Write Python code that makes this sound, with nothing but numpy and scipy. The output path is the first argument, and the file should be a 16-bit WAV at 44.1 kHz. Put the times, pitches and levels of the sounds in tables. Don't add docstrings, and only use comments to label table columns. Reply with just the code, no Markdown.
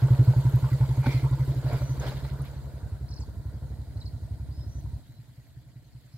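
import sys
import numpy as np
from scipy import signal
from scipy.fft import rfft, irfft, next_fast_len
from scipy.io import wavfile
from scipy.ndimage import uniform_filter1d

SR = 44100
rng = np.random.default_rng(int(sys.argv[2]) if len(sys.argv) > 2 else 0)


def to_wav(sig):
    pcm = np.clip(np.atleast_2d(sig), -1, 1) * 32767
    pcm = np.round(pcm).astype(np.int16)
    wavfile.write(sys.argv[1], SR, pcm.T)


N = 272351


def amp(db):
    return 10 ** (np.asarray(db) / 20)


def unit(x):
    return x / np.sqrt(np.mean(x ** 2) + 1e-20)


def along(points, hz):
    f, v = np.transpose(points)
    return np.interp(np.log(hz + 1), np.log(f + 1), v)


def curves(rows):
    s, *cols = np.transpose(rows)
    return [np.interp(np.arange(N) / SR, s, c) for c in cols]


def filtered(x, response):
    m = next_fast_len(N + SR // 2)
    gain = response(np.fft.rfftfreq(m, 1 / SR))
    return irfft(rfft(x, m) * gain, m)[..., :N]


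def place(times, sounds):
    out = np.zeros(N + SR)
    for s, sound in zip(times, sounds):
        out[round(s * SR):][:len(sound)] += sound
    return out[:N]


# f/Hz, likeness 0-1
ALIKE = [(60, 0.05), (180, 0.68), (550, 0.93), (1650, 0.57), (4970, 0.14), (15000, 0.054)]


def rush(spectrum, patchy_db, grit):
    white = rng.standard_normal((2, N)) * np.exp(grit * rng.standard_normal(N))
    z = signal.stft(white, nperseg=512)[2]
    field = rng.standard_normal(z.shape[1:])
    field = uniform_filter1d(field, size=6, axis=0)
    field = uniform_filter1d(field, size=4, axis=1)
    pair = signal.istft(z * amp(patchy_db * unit(field)), nperseg=512)[1][:, :N]

    def mid_side_gain(hz):
        angle = np.arccos(np.clip(along(ALIKE, hz), 0, 1)) / 2
        return amp(along(spectrum, hz)) * [np.cos(angle), np.sin(angle)]

    mid, side = filtered(pair, mid_side_gain)
    return unit(np.array([mid + side, mid - side]))


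# f/Hz, relative level/dB per Hz
AIR = [(25, -19), (60, 2.5), (120, 1.5), (180, -9.5), (310, -13), (430, -34.5), (675, -20.5), (1310, -57.5),
       (1940, -32.5), (2630, -70), (3980, -32.5), (5920, -44), (9000, -40), (15500, -46.5)]
# t/s, level/dB
AIR_DB = [(0, -45), (5.0, -45.5), (5.03, -53.5), (6.18, -56.5)]


def open_air():
    return amp(curves(AIR_DB)[0]) * rush(AIR, patchy_db=1.6, grit=0.34)


# t/s of full strength, rise time/s per 20 dB, hold/s,
# then rumble level/dB, crunch level/dB, shaken panel level/dB
BUMPS = [(1.064, 0.05, 0.088, -43.5, -45, -44), (1.51, 0.091, 0.014, -49, -60, -81),
         (1.69, 0.15, 0.043, -38, -53, -72), (1.73, .015, 0.047, -47, -50.5, -54),
         (2.01, .02, .04, -37.5, -48, -69), (2.073, 0.035, 0.01, -38.5, -44.5, -56.5),
         (2.17, 0.025, 0.014, -48, -52.5, -73), (2.25, 0.029, 0.0064, -63, -53, -70),
         (2.454, 0.027, 0.0049, -62, -55, -65)]
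SETTLE_DB_PER_S = [148, 160, 153]


def jolts():
    t = np.arange(N) / SR
    settle = np.array(SETTLE_DB_PER_S)[:, None]
    power = 0
    for s, rise, hold, *db in BUMPS:
        before = 20 * np.maximum(s - t, 0) / rise
        after = settle * np.maximum(t - s - hold, 0)
        power = power + amp(np.array(db)[:, None] - before - after) ** 2
    return np.sqrt(power)


# t/s, rumble level/dB, gravel crunch level/dB
ROLL = [(0, -41.5, -53.5), (.7, -46, -54), (1.3, -49.5, -56), (1.95, -48, -56), (2.4, -49, -61),
        (2.55, -51.5, -62), (3.0, -55, -68), (4.99, -62.5, -68.5), (5.04, -69.5, -67.5),
        (5.81, -70.5, -70.5), (6.18, -75, -66.5)]
# f/Hz, relative level/dB per Hz
RUMBLE = [(150, 0), (283, -9), (422, -3), (590, -3.5), (700, -5.5), (800, -11), (930, -7), (1210, -18),
          (1430, -9.5), (1700, -17), (2600, -54)]
# f/Hz, relative level/dB per Hz
CRUNCH = [(1200, -9.5), (1950, -4), (2250, -6), (2650, -10.5), (3150, -6.5), (3500, -7.5), (4200, -4.5),
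          (5000, -8), (5700, -17), (7500, -23)]
# f/Hz, relative level/dB per Hz
PANEL = [(1700, -49), (2050, -4), (2170, -5), (2330, -4), (2450, -8), (2700, -47)]
# f/Hz, relative level/dB per Hz
FIZZ = [(5000, -13), (6500, 4.5), (7700, 5.5), (8800, -0.5), (9800, 2.5), (11200, -3), (13000, 5.5),
        (15500, -5.5)]
FIZZ_DB, FIZZ_BUMP_DB = -3.5, -12.5


def rolling():
    rumble_db, crunch_db = curves(ROLL)
    thud, scrape, shake = jolts()
    rumble = np.hypot(amp(rumble_db), thud) * rush(RUMBLE, patchy_db=2.5, grit=0.56)
    crunch = np.hypot(amp(crunch_db), scrape) * rush(CRUNCH, patchy_db=2.5, grit=0.71)
    panel = shake * rush(PANEL, patchy_db=1.1, grit=1.1)
    fizz_gain = np.hypot(amp(crunch_db + FIZZ_DB), amp(FIZZ_BUMP_DB) * scrape)
    fizz = fizz_gain * rush(FIZZ, patchy_db=3.5, grit=0.75)
    return rumble + crunch + panel + fizz


# t/s, firing rate/Hz
IDLE = [(0, 11.937), (.29, 11.632), (.68, 11.087), (.84, 11.711), (1.29, 12.041), (2.63, 11.974),
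        (2.64, 10.811), (3.26, 11.202), (3.61, 12.193), (4.18, 11.252), (5, 11.292)]
# t/s, loss of the bark/dB, shift of the tone from ring to body 0-1
LEAVING = [(0, 1.5, 0), (.3, 0.5, 0.18), (.65, 5, 0.17), (1.15, 6.5, 0), (1.5, 10, 0.06), (1.8, 10.5, 0.23),
           (2.05, 18, 0.2), (2.35, 24, 0), (2.6, 33, 0.07), (2.85, 24, 0.86), (3.5, 24.5, 0.75),
           (4.1, 26, 0.99), (4.4, 24, 0.93), (4.95, 25, 0.76)]
NEAR_DB = [-27.5, -21, -6, -14.5, -31]
LOSS_SHARE = [0.12, 0.61, 1, 0.5, 0.51]
SHIFT_DB = [-1.2, 12, 2.8, -10.5, -5.1]
FAR_DB = [-51, -46, -33.5, -52, -60]
# t/s, level change/dB
WEAK = [(1.555, -1), (2.138, -2.5), (2.471, -5), (2.638, -1), (3.277, -4), (3.867, -6), (5.275, -6),
        (5.468, -17), (5.089, -0.5), (5.66, -3), (5.846, -6.5), (6.036, -6)]
FIRST_S, LAST_S = .018, 4.95
FAR_FIRST_S, FAR_RATE = 5.089, 10.52
SCATTER_DB = 1.2


def firings():
    turns = np.cumsum(curves(IDLE)[0]) / SR
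    turns -= turns[round(FIRST_S * SR)]
    near = np.interp(np.arange(turns[round(LAST_S * SR)]), turns, np.arange(N) / SR)
    far = np.arange(FAR_FIRST_S, N / SR, 1 / FAR_RATE)
    loss_db, shift = np.array(curves(LEAVING))[:, (near * SR).astype(int), None]
    near_db = NEAR_DB - loss_db * LOSS_SHARE + shift * SHIFT_DB
    db = np.vstack([near_db, np.tile(FAR_DB, (len(far), 1))])
    s = np.r_[near, far]
    for at, drop_db in WEAK:
        db[np.argmin(abs(s - at))] += drop_db
    return s, db + SCATTER_DB * rng.standard_normal(db.shape)


# f/Hz, drive/s while the valve is open,
# t60/s once it shuts, lag/s of the wave through the chambers
SILENCER = [(64.5, .04, .1, .0008), (106.7, .025, .05, .0075), (119.5, .017, .07, .0038),
            (136.7, .03, .16, .0004), (300, .007, .04, .0005)]


def exhaust(s, db, swell=.011):
    t = np.arange(SR // 5) / SR
    hz, driven, t60, lag = np.transpose(SILENCER)[:, :, None]
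    rise = np.sin(np.pi / 2 * np.minimum(t / np.minimum(swell, driven), 1)) ** 2
    envelope = rise * amp(-60 * np.maximum(t - driven, 0) / t60)

    def ring(f):
        return np.sin(2 * np.pi * f * (t - lag)) * envelope

    modes = ring(hz)
    modes[0] += amp(-14 - 60 * t / .3) * ring(3 * hz)[0]
    return place(s, amp(db) @ modes)


# f/Hz, relative level/dB per Hz
RASP = [(150, -57), (280, 2.5), (400, 0), (570, -9), (720, -30), (880, -2.5), (1000, -3), (1210, -16),
        (1430, -11.5), (1700, -48), (1950, -13), (2600, -38.5)]


def rasp(s, ring_db):
    t = np.arange(SR // 5) / SR
    onset = 1 - np.exp(-t / .003)
    fade = np.cos(np.pi * t / t[-1] / 2)
    puff = amp(-60 * t / .7) * onset * fade
    return place(s, amp(ring_db - 27.5)[:, None] * puff) * rush(RASP, patchy_db=5.5, grit=0.84)


# t/s, strength as level/dB, f/Hz near which the blow rings most
KNOCKS = [(.084, -28, 960), (0.336, -27, 960), (.689, -29, 920), (0.811, -25.5, 910), (1.032, -28, 1410),
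          (1.042, -23.5, 880), (1.061, -20.5, 1220), (1.068, -14.5, 255), (1.067, -15.5, 950),
          (1.492, -37, 600), (1.681, -32, 600), (1.697, -24.5, 565), (1.727, -28, 2200),
          (1.819, -26.5, 604), (2.026, -28, 634), (2.052, -24.5, 600), (2.12, -26.5, 910),
          (2.248, -29, 1160), (2.448, -32, 1180), (3.768, -56, 880)]
# f/Hz, relative level/dB, t60/s
FRAME = [(255, 3, .08), (385, -6, .05), (590, 3, .07), (880, -1, .04), (1160, -3, .03), (1430, -4, .03),
         (2200, -6, .03)]
FIRST_CONTACT = 3.4


def knocks():
    t = np.arange(SR // 10) / SR
    hz, level, t60 = np.transpose(FRAME)[:, :, None]
    s, db, near_hz = np.transpose(KNOCKS)
    modes = amp(level - 60 * t / t60) * np.sin(2 * np.pi * hz * t)
    octaves_off = np.abs(np.log2(hz.T / near_hz[:, None]))
    scatter_db = 1.53 * rng.standard_normal((len(s), len(FRAME)))
    strength_db = db[:, None] - 8.5 - 13 * octaves_off + scatter_db
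    scuffle = rng.standard_normal((len(s), SR // 50)) * amp(-60 * t[:SR // 50] / 0.012)
    scuffle[:, 0] = FIRST_CONTACT
    scuffle /= np.linalg.norm(scuffle, axis=1)[:, None]
    return place(s, signal.fftconvolve(amp(strength_db) @ modes, scuffle, axes=1))


# t/s, level/dB, f/Hz
TICKS = [(0.2294, -62, 7580), (0.2892, -49, 7540), (0.408, -44, 8300), (0.4683, -55, 10500),
         (0.4967, -45, 12900), (0.559, -42, 13000), (0.5836, -62, 12900), (1.9739, -51, 9100),
         (1.999, -37, 6460), (2.4182, -42, 9440), (2.4513, -50, 12300), (6.0687, -58, 7700)]


def ticks():
    t = np.arange(SR // 100) / SR
    clicks = [amp(db - 60 * t / 0.024) * np.sin(2 * np.pi * hz * t) for _, db, hz in TICKS]
    return place([row[0] for row in TICKS], clicks)


def whistle(hz, db):
    return amp(db) * signal.windows.tukey(len(hz), alpha=.3) * np.sin(2 * np.pi * np.cumsum(hz) / SR)


# t/s, length/s, from f/Hz, to f/Hz, glide time/s, level/dB
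WHISTLES = [(1.81, .14, 5450, 6150, .06, -54), (4.5, .16, 4800, 5150, .1, -59),
            (4.58, .07, 2750, 4700, .07, -63), (4.66, .16, 5460, 6000, .07, -60),
            (5.01, .19, 3650, 4200, .19, -68), (6.11, .09, 5300, 5100, .09, -67)]
# t/s of the lowest point, heard before/s, heard after/s,
# lowest f/Hz, top f/Hz, level/dB at the lowest point
CHIRPS = [(3.082, 0.00094, .014, 4150, 6100, -55), (3.13, 0.027, 0.019, 4090, 6050, -50.5),
          (3.18, .021, 0.013, 4200, 6200, -50), (3.229, 0.033, 0.0087, 4420, 6200, -53),
          (3.97, 0.00093, .011, 4070, 5600, -57), (4.023, 0.021, .011, 3840, 5930, -52.5),
          (4.074, 0.021, 0.012, 4090, 6000, -51.5)]
FALL_S, CLIMB_S = .021, 0.0137
TOP_GAIN_DB = 0.5
WARBLE_HZ = 75


def birds():
    calls = []
    for s, before, after, low_hz, top_hz, db in CHIRPS:
        t = np.arange(-before, after, 1 / SR)
        height = np.where(t < 0, t / FALL_S, t / CLIMB_S) ** 2
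        pitch = low_hz + (top_hz - low_hz) * height
        calls.append((s - before, whistle(pitch, db + TOP_GAIN_DB * height)))
    for s, length, from_hz, to_hz, glide, db in WHISTLES:
        t = np.arange(0, length, 1 / SR)
        warble = unit(uniform_filter1d(rng.standard_normal(SR // 4), size=500))[:len(t)]
        pitch = from_hz + (to_hz - from_hz) * np.minimum(t / glide, 1) + WARBLE_HZ * warble
        swell = .4 + .6 * t / length
        calls.append((s, swell * whistle(pitch, db)))
    flutter = unit(uniform_filter1d(rng.standard_normal(N), size=300))
    direct = place(*zip(*calls)) * amp(2.5 * flutter)
    trees = rng.standard_normal((2, SR // 4)) * amp(-60 * np.arange(SR // 4) / SR / 0.26)
    trees /= np.linalg.norm(trees[0])
    echoes = signal.fftconvolve(direct[None], trees, axes=1)[:, :N]
    return direct + amp(-7) * echoes


def scene():
    air = open_air()
    s, db = firings()
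    bike = rolling() + exhaust(s, db) + rasp(s, db[:, 3]) + knocks() + ticks()
    return air + bike * amp([[-.4], [.4]]) + birds()


TOP_HZ = 15800


def record(dry):
    late = np.array([[3 / SR], [0]])  # left, right (s)

    def microphone(hz):
        bass_cut = hz ** 2 / np.sqrt(hz ** 4 + 40 ** 4)
        return (hz < TOP_HZ) * bass_cut * np.exp(-2j * np.pi * hz * late)

    return filtered(dry, microphone)


dry = scene()
out = record(dry)
to_wav(out)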